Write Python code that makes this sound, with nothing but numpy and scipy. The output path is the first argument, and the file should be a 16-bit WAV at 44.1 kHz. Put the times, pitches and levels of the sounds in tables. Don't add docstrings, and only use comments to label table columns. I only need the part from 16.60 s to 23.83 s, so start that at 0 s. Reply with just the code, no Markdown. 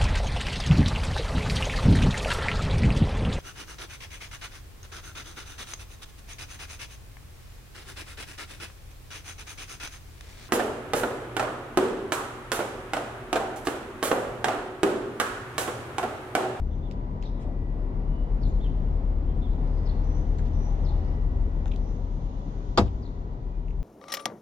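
import sys
import numpy as np
from scipy import signal
from scipy.fft import rfft, irfft
from scipy.io import wavfile
from scipy.ndimage import uniform_filter1d

SR = 44100
rng = np.random.default_rng(int(sys.argv[2]) if len(sys.argv) > 2 else 0)


def put_to_file(sound):
    columns = np.atleast_2d(sound).T
    safe = np.clip(columns, -1, 1)
    whole_steps = np.round(safe * 32767)
    wavfile.write(sys.argv[1], SR, whole_steps.astype(np.int16))


N = 318843
TIME = np.arange(N) / SR


def undb(db):
    return 10 ** (np.asarray(db) / 20)


def unit(x):
    return x / np.sqrt(np.mean(x ** 2))


def curves(rows, t=TIME):
    times_s, *columns = np.transpose(rows)
    return [np.interp(t, times_s, column) for column in columns]


def pan(db):
    return undb(np.array([[db], [-db]]) / 2)


def colour(x, points):
    hz, db = np.transpose(points)
    bins_hz = np.linspace(1, SR / 2, x.shape[-1] // 2 + 1)
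    gains = unit(undb(np.interp(np.log(bins_hz), np.log(hz), db)))
    return irfft(rfft(x) * gains, x.shape[-1])


def band(x, hz, octaves):
    edges_hz = np.clip(hz * 2 ** (np.array([-.5, .5]) * octaves), 20, SR / 2 - 100)
    return unit(signal.sosfilt(signal.butter(3, edges_hz, "bandpass", fs=SR, output="sos"), x))


def diffuse(size, spacing_m=0.14):
    mid, side = rfft(rng.standard_normal((2, size)))
    grid_hz = np.linspace(0, SR / 2, 512)
    lags_s = spacing_m / 343 * np.cos(np.linspace(0, np.pi, 90))
    coherence = np.cos(2 * np.pi * np.outer(grid_hz, lags_s)).mean(axis=1)
    coherence = np.interp(np.linspace(0, SR / 2, len(mid)), grid_hz, coherence)
    mid = mid * np.sqrt((1 + coherence) / 2)
    side = side * np.sqrt((1 - coherence) / 2)
    return irfft(np.array([mid + side, mid - side]), size)


def walk(rate_hz, size=N):
    hold = int(SR / rate_hz)
    steps = np.repeat(rng.standard_normal(size // hold + 1), hold)
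    return unit(uniform_filter1d(steps, hold)[:size])


def fade(t, t60_s):
    return np.exp(-np.log(1000) * np.maximum(t, 0) / t60_s)


def add(out, start_s, sound):
    i = int(start_s * SR)
    out[:, i:i + sound.shape[-1]] += sound[:, :N - i]


def echoes(x, t60_s, points):
    t = np.arange(SR) / SR
    tail = colour(rng.standard_normal((2, SR)), points) * fade(t, t60_s) * (1 - fade(t, 0.062))
    return signal.fftconvolve(x, unit(tail) / np.sqrt(SR), axes=1)[:, :N]


def exhaust(hz, db, second_db, fourth_db, throb_db, pan_db):
    phase = 2 * np.pi * np.cumsum(hz) / SR
    drone = np.sin(phase)
    for harmonic, harmonic_db in [(2, second_db), (4, fourth_db)]:
        drone += undb(harmonic_db + 3.8 * walk(9)) * np.sin(harmonic * phase + walk(6))
    return np.sqrt(2) * pan(pan_db) * undb(db + throb_db * walk(11)) * drone


# time in seconds, level in dB.
IDLE_LEVEL = [(0, -31), (.35, -34), (1.8, -27), (4.2, -26), (5.2, -28), (6.1, -34.5), (6.7, -38),
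              (7.0, -30.5)]


def idling(firing_hz=37.02, step_hz=1.4, step_at_s=5.1, beat_hz=8.5, beat_db=3.5):
    hz = firing_hz + step_hz * (TIME > step_at_s)
    beat = np.sin(2 * np.pi * np.cumsum(beat_hz * (1 + 0.11 * walk(3.6))) / SR)
    db = curves(IDLE_LEVEL)[0] + beat_db * beat
    return exhaust(hz, db, second_db=-27, fourth_db=-20, throb_db=0.5, pan_db=5.5)


# time in seconds, firing rate in Hz, relative level in dB.
HIGHER_FAR_CAR = [(0, 68.5, -24), (.25, 70, -45.5), (1.9, 72.4, -40), (2.4, 73.3, -31.5), (3.6, 76.85, -30),
                  (4.4, 78.54, -30.5), (5.0, 80, -38), (5.8, 84, -42.5), (7.23, 80, -49.5)]
LOWER_FAR_CAR = [(0, 44.6, -47), (1, 46.03, -44.5), (2, 46.19, -27), (3.9, 47.6, -34.5),
                 (4.7, 57.74, -28.5), (5.3, 63.15, -39.5), (6.3, 52.87, -50), (7.23, 62, -36.5)]


def far_engines():
    hz, db = curves(HIGHER_FAR_CAR)
    higher = exhaust(hz, db - 1.5, second_db=-18.5, fourth_db=-26.5, throb_db=2.5, pan_db=4)
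    hz, db = curves(LOWER_FAR_CAR)
    lower = exhaust(hz, db - 3, second_db=-16.5, fourth_db=-24.5, throb_db=2.5, pan_db=1.5)
    return higher + lower


# frequency in Hz, relative spectral density in dB.
RUMBLE_SPECTRUM = [(18, -11), (27, 3), (50, 4), (100, 1.5), (145, 0), (175, -6.5), (250, -4), (350, -14.5),
                   (500, -20), (900, -66.5)]
ROAR_SPECTRUM = [(200, -2.5), (400, 2), (650, -2), (950, -5.5), (1300, -14), (1700, -20), (1970, -19),
                 (2500, -28.5), (3600, -31.5), (5000, -38), (7000, -50), (9500, -58.5), (15000, -74.5)]
# nearest moment in seconds, seconds to fall 3 dB, relative rumble and tyre roar in dB.
VEHICLE_PASSES = [(1.0, 1.27, -39, -48), (3.701, 1.72, -37, -44.5)]


def traffic(rumble_gain_db=3, roar_gain_db=1.5):
    rumble_power = roar_power = 0
    for nearest_s, width_s, rumble_db, roar_db in VEHICLE_PASSES:
        nearness = 1 / (1 + ((TIME - nearest_s) / width_s) ** 2)
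        rumble_power += nearness * undb(rumble_db) ** 2
        roar_power += nearness * undb(roar_db) ** 2
    rumble = colour(diffuse(N), RUMBLE_SPECTRUM) * undb(rumble_gain_db + 1.1 * walk(12))
    roar = colour(diffuse(N), ROAR_SPECTRUM) * undb(roar_gain_db + 0.74 * walk(8))
    return pan(3) * np.sqrt(rumble_power) * rumble + pan(0.87) * np.sqrt(roar_power) * roar


# frequency in Hz, relative level in dB.
HUM_TONES = [(194, -50.5), (390, -56.5)]


def hum(waver_db=2, drift=.0015, gain_db=1):
    out = 0
    for hz, db in HUM_TONES:
        phase = 2 * np.pi * np.cumsum(hz * (1 + drift * walk(5))) / SR
        out += undb(db + gain_db + waver_db * walk(4.9)) * np.sin(phase)
    return pan(2) * out


# time in seconds, gain in dB.
WHINE_GAIN = [(0, -3), (1.3, 3), (2.6, -1), (4.6, 2.5), (7.23, -4.5)]
# relative level in dB, pan in dB, left phase lead in radians.
WHINE_HARMONICS = [(-65.5, 5, 2.3), (-59.5, 2, 3.5), (-77.5, 2, -2), (-74, 5, -2.3), (-87, 0.5, -1.2),
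                   (-84.5, -8.5, 1.8)]


def whine(pitch_hz=489, drift=.0007, waver_db=4.5):
    phase = 2 * np.pi * np.cumsum(pitch_hz * (1 + drift * walk(4))) / SR
    out = 0
    for harmonic, (db, pan_db, lead_rad) in enumerate(WHINE_HARMONICS, 1):
        tone = np.sin(harmonic * phase + np.array([[lead_rad], [-lead_rad]]) / 2)
        out += pan(pan_db) * undb(db + waver_db * walk(4.1)) * tone
    return np.sqrt(2) * undb(curves(WHINE_GAIN)[0]) * out


# frequency in Hz, relative spectral density in dB.
HISS_SPECTRUM = [(1500, -15.5), (3500, 9), (5000, 0.5), (6400, 5), (7500, -9), (9000, -26), (10700, -25),
                 (12000, -42.5), (15000, -51.5)]
# time in seconds, relative level in dB.
HISS_SWELL = [(0.0, -76), (1.41, -78.5), (2.09, -70.5), (2.52, -77.5), (3.48, -68.5), (4.21, -66.5),
              (4.65, -71.5), (6.14, -64.5), (6.8, -74.5), (7.23, -73.5)]


def hiss(gain_db=-2, pan_db=-7):
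    return colour(diffuse(N), HISS_SPECTRUM) * undb(curves(HISS_SWELL)[0] + gain_db) * pan(pan_db)


# seconds into the syllable, base pitch in Hz, relative level in dB.
CHIRP = [(0, 5280, -15), (.012, 4800, -10.5), (.023, 4390, -4), (.029, 3725, -8.5), (.035, 3336, -23.5),
         (.04, 3746, -4), (.048, 4315, -2.5), (.053, 3530, -7.5), (.057, 3400, -17.5), (0.062, 3730, -7.5),
         (.066, 3490, -15), (0.075, 3640, -20)]
CHEEP = [(0, 3060, -14.5), (0.01, 3550, -12.5), (.022, 3750, -13), (.04, 3500, -8.5), (.06, 3150, -7),
         (.08, 2680, -17)]
PEEP = [(0, 3300, -8), (.018, 3570, -3.5), (.038, 3530, -2), (0.067, 3100, -10)]
WHISTLE = [(0, 5760, -10.5), (0.051, 5900, -12.5), (.13, 6000, -5), (.21, 6230, -17.5)]
# start in seconds, syllable, gain in dB, pitch ratio, early and late rasp (0-1), pan in dB.
BIRD_CALLS = [(.02, WHISTLE, -73, 1, 0.4, .2, -12), (.1, PEEP, -64.5, 0.99, 0.55, 0.4, -8),
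              (0.224, PEEP, -60, 1, .25, 0.3, -11.5), (.614, CHIRP, -51.5, 0.97, 0.92, 0.24, 10),
              (.645, PEEP, -63, 1.6, .7, 0.55, -2), (.74, PEEP, -68, 0.96, 0.76, 0.9, 1.5),
              (1.813, CHIRP, -51, 1, 0.6, 0.28, 9.5), (1.861, PEEP, -66.5, 1.95, 0.64, 0.16, -11),
              (2.001, CHEEP, -44.5, 0.98, 0.25, 0.4, -4.5), (2.67, PEEP, -65.5, 0.92, 0.57, 0.66, -13),
              (2.812, PEEP, -55.5, 1, 0.43, .2, -10), (2.9, PEEP, -65, 1.06, .8, 0.77, -3.5),
              (3.06, WHISTLE, -63.5, 0.83, 1, 0.95, -9), (3.251, CHIRP, -48, 1, 0.8, 0.44, 6.5),
              (3.341, PEEP, -67.5, 1.04, 0.6, 0.9, 2), (3.43, WHISTLE, -57, .995, .6, 0.3, -11),
              (3.927, WHISTLE, -56, 0.98, 0.62, 0.23, -12), (4.246, CHIRP, -49, 1.02, 0.75, 0.2, 10.5),
              (4.36, WHISTLE, -67.5, 0.88, 0.9, 1, -13), (5.17, WHISTLE, -62.5, .98, 0.6, .6, -12),
              (6.416, CHIRP, -53, 1.02, .45, 0.2, 7), (6.7, WHISTLE, -69, 0.7, .9, 1, -8)]


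def birds(rasp_s=.022, rasp_blend_s=0.017, husk_db=-5, lag_s=.00006):
    out = np.zeros((2, N))
    for start_s, syllable, db, ratio, early_rasp, late_rasp, pan_db in BIRD_CALLS:
        t = np.arange(int(syllable[-1][0] * SR)) / SR
        base_hz, shape_db = curves(syllable, t)
        rasp = np.interp(t, [rasp_s, rasp_s + rasp_blend_s], [early_rasp, late_rasp])
        hz = base_hz * ratio * (1 + 0.1 * rasp * walk(1200, len(t)))
        shake_db = 3.5 * rasp * walk(400, len(t))
        husk = 1 + rasp * undb(husk_db) * walk(1900, len(t))
        lead_s = lag_s * np.sign(pan_db) * np.array([[.5], [-.5]])
        turns = np.cumsum(hz) / SR + hz * lead_s
        note = husk * np.sin(2 * np.pi * turns) * signal.windows.tukey(len(t), .1)
        add(out, start_s, pan(pan_db) * undb(db + shape_db + shake_db) * note)
    flat = [(2000, 0), (15000, -1)]
    near = undb(-8.5) * echoes(out, t60_s=0.071, points=flat)
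    far = undb(-7) * echoes(out, t60_s=0.85, points=flat)
    return undb(-1) * out + near + far


# start in seconds, clack peak in dB, clack centre in Hz, snap peak in dB,
# sizzle peak in dB, grit t60 in seconds, pan in dB.
LIGHT_TICKS = [(0.3114, -43.5, 2350, -55, -67, 0.023, -7), (.312, -43.5, 4000, -59, -64, 0.023, 1),
               (.3218, -52, 4300, -57, -68, 0.024, -3), (.6255, -41, 2750, -49, -75, 0.0079, -7),
               (0.634, -46.5, 1750, -58, -75, 0.025, 1), (3.784, -47, 3700, -50.5, -67, 0.058, 3),
               (3.791, -43.5, 1850, -53, -72, 0.053, 0), (5.0577, -38, 3010, -46, -64, 0.0051, -2),
               (5.0579, -31, 680, -59, -74, 0.0091, 1), (5.0582, -44, 1630, -60, -76, .035, 5),
               (5.067, -47, 1600, -57, -76, .02, 0), (5.0802, -48, 3000, -44, -63, 0.013, -2),
               (5.1154, -40, 2950, -64, -72, 0.01, -6), (5.1185, -42, 2900, -64, -74, .008, -2),
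               (5.121, -37, 2750, -55, -64, 0.006, 2), (5.1364, -41, 2850, -64, -74, 0.02, 0),
               (5.141, -48, 3900, -58, -75, .012, 0), (5.1607, -39.5, 3460, -48, -60, 0.0091, 0),
               (5.164, -48, 4100, -58, -76, .01, 2), (6.271, -52, 3100, -67, -80, 0.017, -1),
               (6.275, -51, 3500, -65, -80, 0.018, 0), (6.281, -48, 2900, -66, -82, 0.018, -4),
               (7.083, -46.5, 2300, -66, -84, .018, -4), (7.107, -48, 2300, -61, -84, .015, -5)]


def ticks(snap_hz=6500, sizzle_hz=11300, grit=0.23, echo_db=-11, echo_t60_s=0.1):
    out, t = np.zeros((2, N)), np.arange(SR // 4) / SR
    for start_s, clack_db, clack_hz, snap_db, sizzle_db, t60_s, pan_db in LIGHT_TICKS:
        contact = (t == 0) + grit * diffuse(len(t), spacing_m=0.04) * fade(t, t60_s)
        parts = [(clack_db, clack_hz, 0.64), (snap_db, snap_hz, 0.38), (sizzle_db, sizzle_hz, 0.41)]
        for db, hz, octaves in parts:
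            part = band(contact, hz, octaves)
            add(out, start_s, undb(db) * pan(pan_db) * part / np.abs(part).max())
    return out + undb(echo_db) * echoes(out, echo_t60_s, [(500, 1), (7000, -2.5), (15000, -22.5)])


# start in seconds, length in seconds, level in dB, centre in Hz, pan in dB.
SOFT_RUBS = [(.6, .12, -63, 3400, -6), (.77, 0.11, -63, 2300, 0), (0.781, .085, -67.5, 5400, -1),
             (0.778, 0.2, -45.5, 507, 1.5), (3.83, 0.073, -63, 3500, -3), (5.85, 0.06, -36, 220, 3)]


def rubs(width_octaves=1.23):
    out = np.zeros((2, N))
    for start_s, length_s, db, hz, pan_db in SOFT_RUBS:
        size = int(length_s * SR)
        rub = band(diffuse(size, spacing_m=0.038), hz, width_octaves)
        add(out, start_s, undb(db) * pan(pan_db) * rub * signal.windows.hann(size))
    return out


# start in seconds, length in seconds, pitch in Hz, level in dB.
PIVOT_WHIRS = [(4.04, 0.13, 815, -50.5), (4.27, 0.13, 829, -49), (4.4, 0.074, 780, -52)]


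def pivot(pitch_jitter=0.016, judder_db=3):
    out = np.zeros((2, N))
    for start_s, length_s, hz, db in PIVOT_WHIRS:
        size = int(length_s * SR)
        phase = 2 * np.pi * np.cumsum(hz * (1 + pitch_jitter * walk(97)[:size])) / SR
        whir = np.sin(phase) * signal.windows.tukey(size, .7)
        add(out, start_s, pan(0.99) * undb(db + judder_db * walk(40)[:size]) * whir)
    return out


# frequency in Hz, relative left and right levels in dB, t60 in seconds.
CRACK_BANDS = [(150, -0.5, -2, 0.63), (400, 1, 3, 0.28), (890, -1.5, -1, 0.14), (1350, 0, -2.5, 0.099),
               (1910, -12, -10, 0.12), (2710, -18, -13.5, 0.13), (3400, -2.5, -8, 0.033),
               (4200, -6.5, -17, 0.04), (5000, -5.5, -15, 0.046), (5900, -25, -24, 0.14),
               (7400, -22, -24, 0.1), (9070, -35.5, -37, 0.14), (12100, -40, -43, 0.11),
               (15200, -48, -57, 0.11)]


def latch_crack(t, chatter_s, gain_db=-18, chatter_hz=340, slip_t60_s=0.0056, attack_s=0.00077):
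    hz, left_db, right_db, t60s = np.transpose(CRACK_BANDS)
    contacts = np.where(t < chatter_s, .5 + fade(t % (1 / chatter_hz), slip_t60_s), .7)
    noise = diffuse(len(t), spacing_m=0.11) * contacts * np.minimum(t / attack_s, 1)
    log_hz = np.log(np.linspace(1, SR / 2, len(t) + 1))
    gains = unit(undb([np.interp(log_hz, np.log(hz), db) for db in (left_db, right_db)]))
    spectrum = 0
    for selector, t60_s in zip(np.eye(len(hz)), t60s):
        band_shape = np.interp(log_hz, np.log(hz), selector)
        spectrum += rfft(noise * fade(t - chatter_s, t60_s), 2 * len(t)) * band_shape
    return undb(gain_db) * irfft(spectrum * gains)[:, :len(t)]


# frequency in Hz, relative peak in dB, t60 in seconds, build-up in seconds.
BAR_AND_BODY_MODES = [(57.95, -25.5, 1, 0.0593), (80.5, -15, 0.076, 0.0525), (94.2, -32.5, 0.7, 0.06),
                      (104, -24.5, 0.14, 0.0442), (203.4, -17.5, 0.1, 0.0213), (238, -26, 0.089, 0.0173),
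                      (314, -22, 0.093, 0.0218), (357, -23.5, 0.11, 0.00505), (391, -27, 0.17, 0.0053),
                      (444, -27, 0.073, 0.0088), (492.6, -22, 0.17, 0.0079), (575, -26, 0.048, 0.00594),
                      (674, -29, 0.062, 0.0048), (683, -20.5, 0.13, 0.00494), (820, -21.5, 0.093, 0.0058),
                      (888, -17, 0.054, 0.00693), (963, -21.5, 0.097, 0.00628), (1082, -27, 0.082, 0.00414),
                      (1155, -22.5, .06, 0.00196), (1212, -18.5, 0.064, 0.002),
                      (1273, -21.5, 0.073, 0.00186), (1354, -25.5, 0.069, 0.00094),
                      (1546, -29.5, 0.062, 0.0055), (2250, -42.5, .08, .002), (2680, -38, 0.08, 0.00167),
                      (3260, -36.5, 0.06, .001), (3480, -39, .07, 0.00097), (3670, -39, .08, 0.00094),
                      (3838, -44, 0.16, 0.00101), (4080, -37, 0.055, 0.001), (4330, -51, 0.19, .001),
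                      (4380, -35, 0.06, 0.00102), (4590, -37, 0.06, 0.00097), (4890, -43, .12, .001),
                      (4920, -30, 0.05, 0.001025), (5278, -37, 0.065, 0.0008), (5500, -47, .16, .001),
                      (6720, -42, 0.068, 0.00084), (6860, -43, .06, 0.00088)]


def steel_ring(t, chatter_s, lead_s=.00004):
    out = 0
    for hz, db, t60_s, rise_s in BAR_AND_BODY_MODES:
        envelope = np.minimum(t / rise_s, 1) ** 3 * fade(t - max(rise_s, chatter_s / 2), t60_s)
        pan_db = np.interp(hz, [100, 1300, 2500, 4000, 5300, 7000], [4, 0, 0, 8, 8, 0])
        lead_turns = min(hz * lead_s, 1 / 8)
        turns = hz * (t - rise_s) + np.array([[lead_turns], [-lead_turns]])
        out += pan(pan_db) * undb(db) * envelope * np.sin(2 * np.pi * turns)
    return out


# start in seconds, gain in dB, chatter time in seconds.
LATCH_BLOWS = [(6.1745, 1, 0.014), (6.258, -36, 0.012)]


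def tow_bar_lock(slide_db=-26, slide_s=0.003, echo_db=-29, echo_t60_s=0.28):
    out, t = np.zeros((2, N)), np.arange(SR // 2) / SR
    for start_s, db, chatter_s in LATCH_BLOWS:
        add(out, start_s - slide_s, undb(db + slide_db) * latch_crack(t, slide_s))
        add(out, start_s, undb(db) * (steel_ring(t, chatter_s) + latch_crack(t, chatter_s)))
    echo_spectrum = [(100, 19.5), (1000, -2), (3000, 5), (5500, 1), (9000, -13), (15000, -16)]
    return out + undb(echo_db) * echoes(out, echo_t60_s, echo_spectrum)


def scene():
    close = tow_bar_lock() + pivot() + ticks() + rubs()
    around = hum() + whine() + birds() + idling() + far_engines() + traffic() + hiss()
    return close + around


def record(dry, ceiling=0.72, cutoff_hz=15500):
    rounded = ceiling * np.tanh(dry / ceiling)
    return signal.sosfilt(signal.ellip(8, .2, 70, cutoff_hz, fs=SR, output="sos"), rounded)


dry = scene()
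out = record(dry)
put_to_file(out)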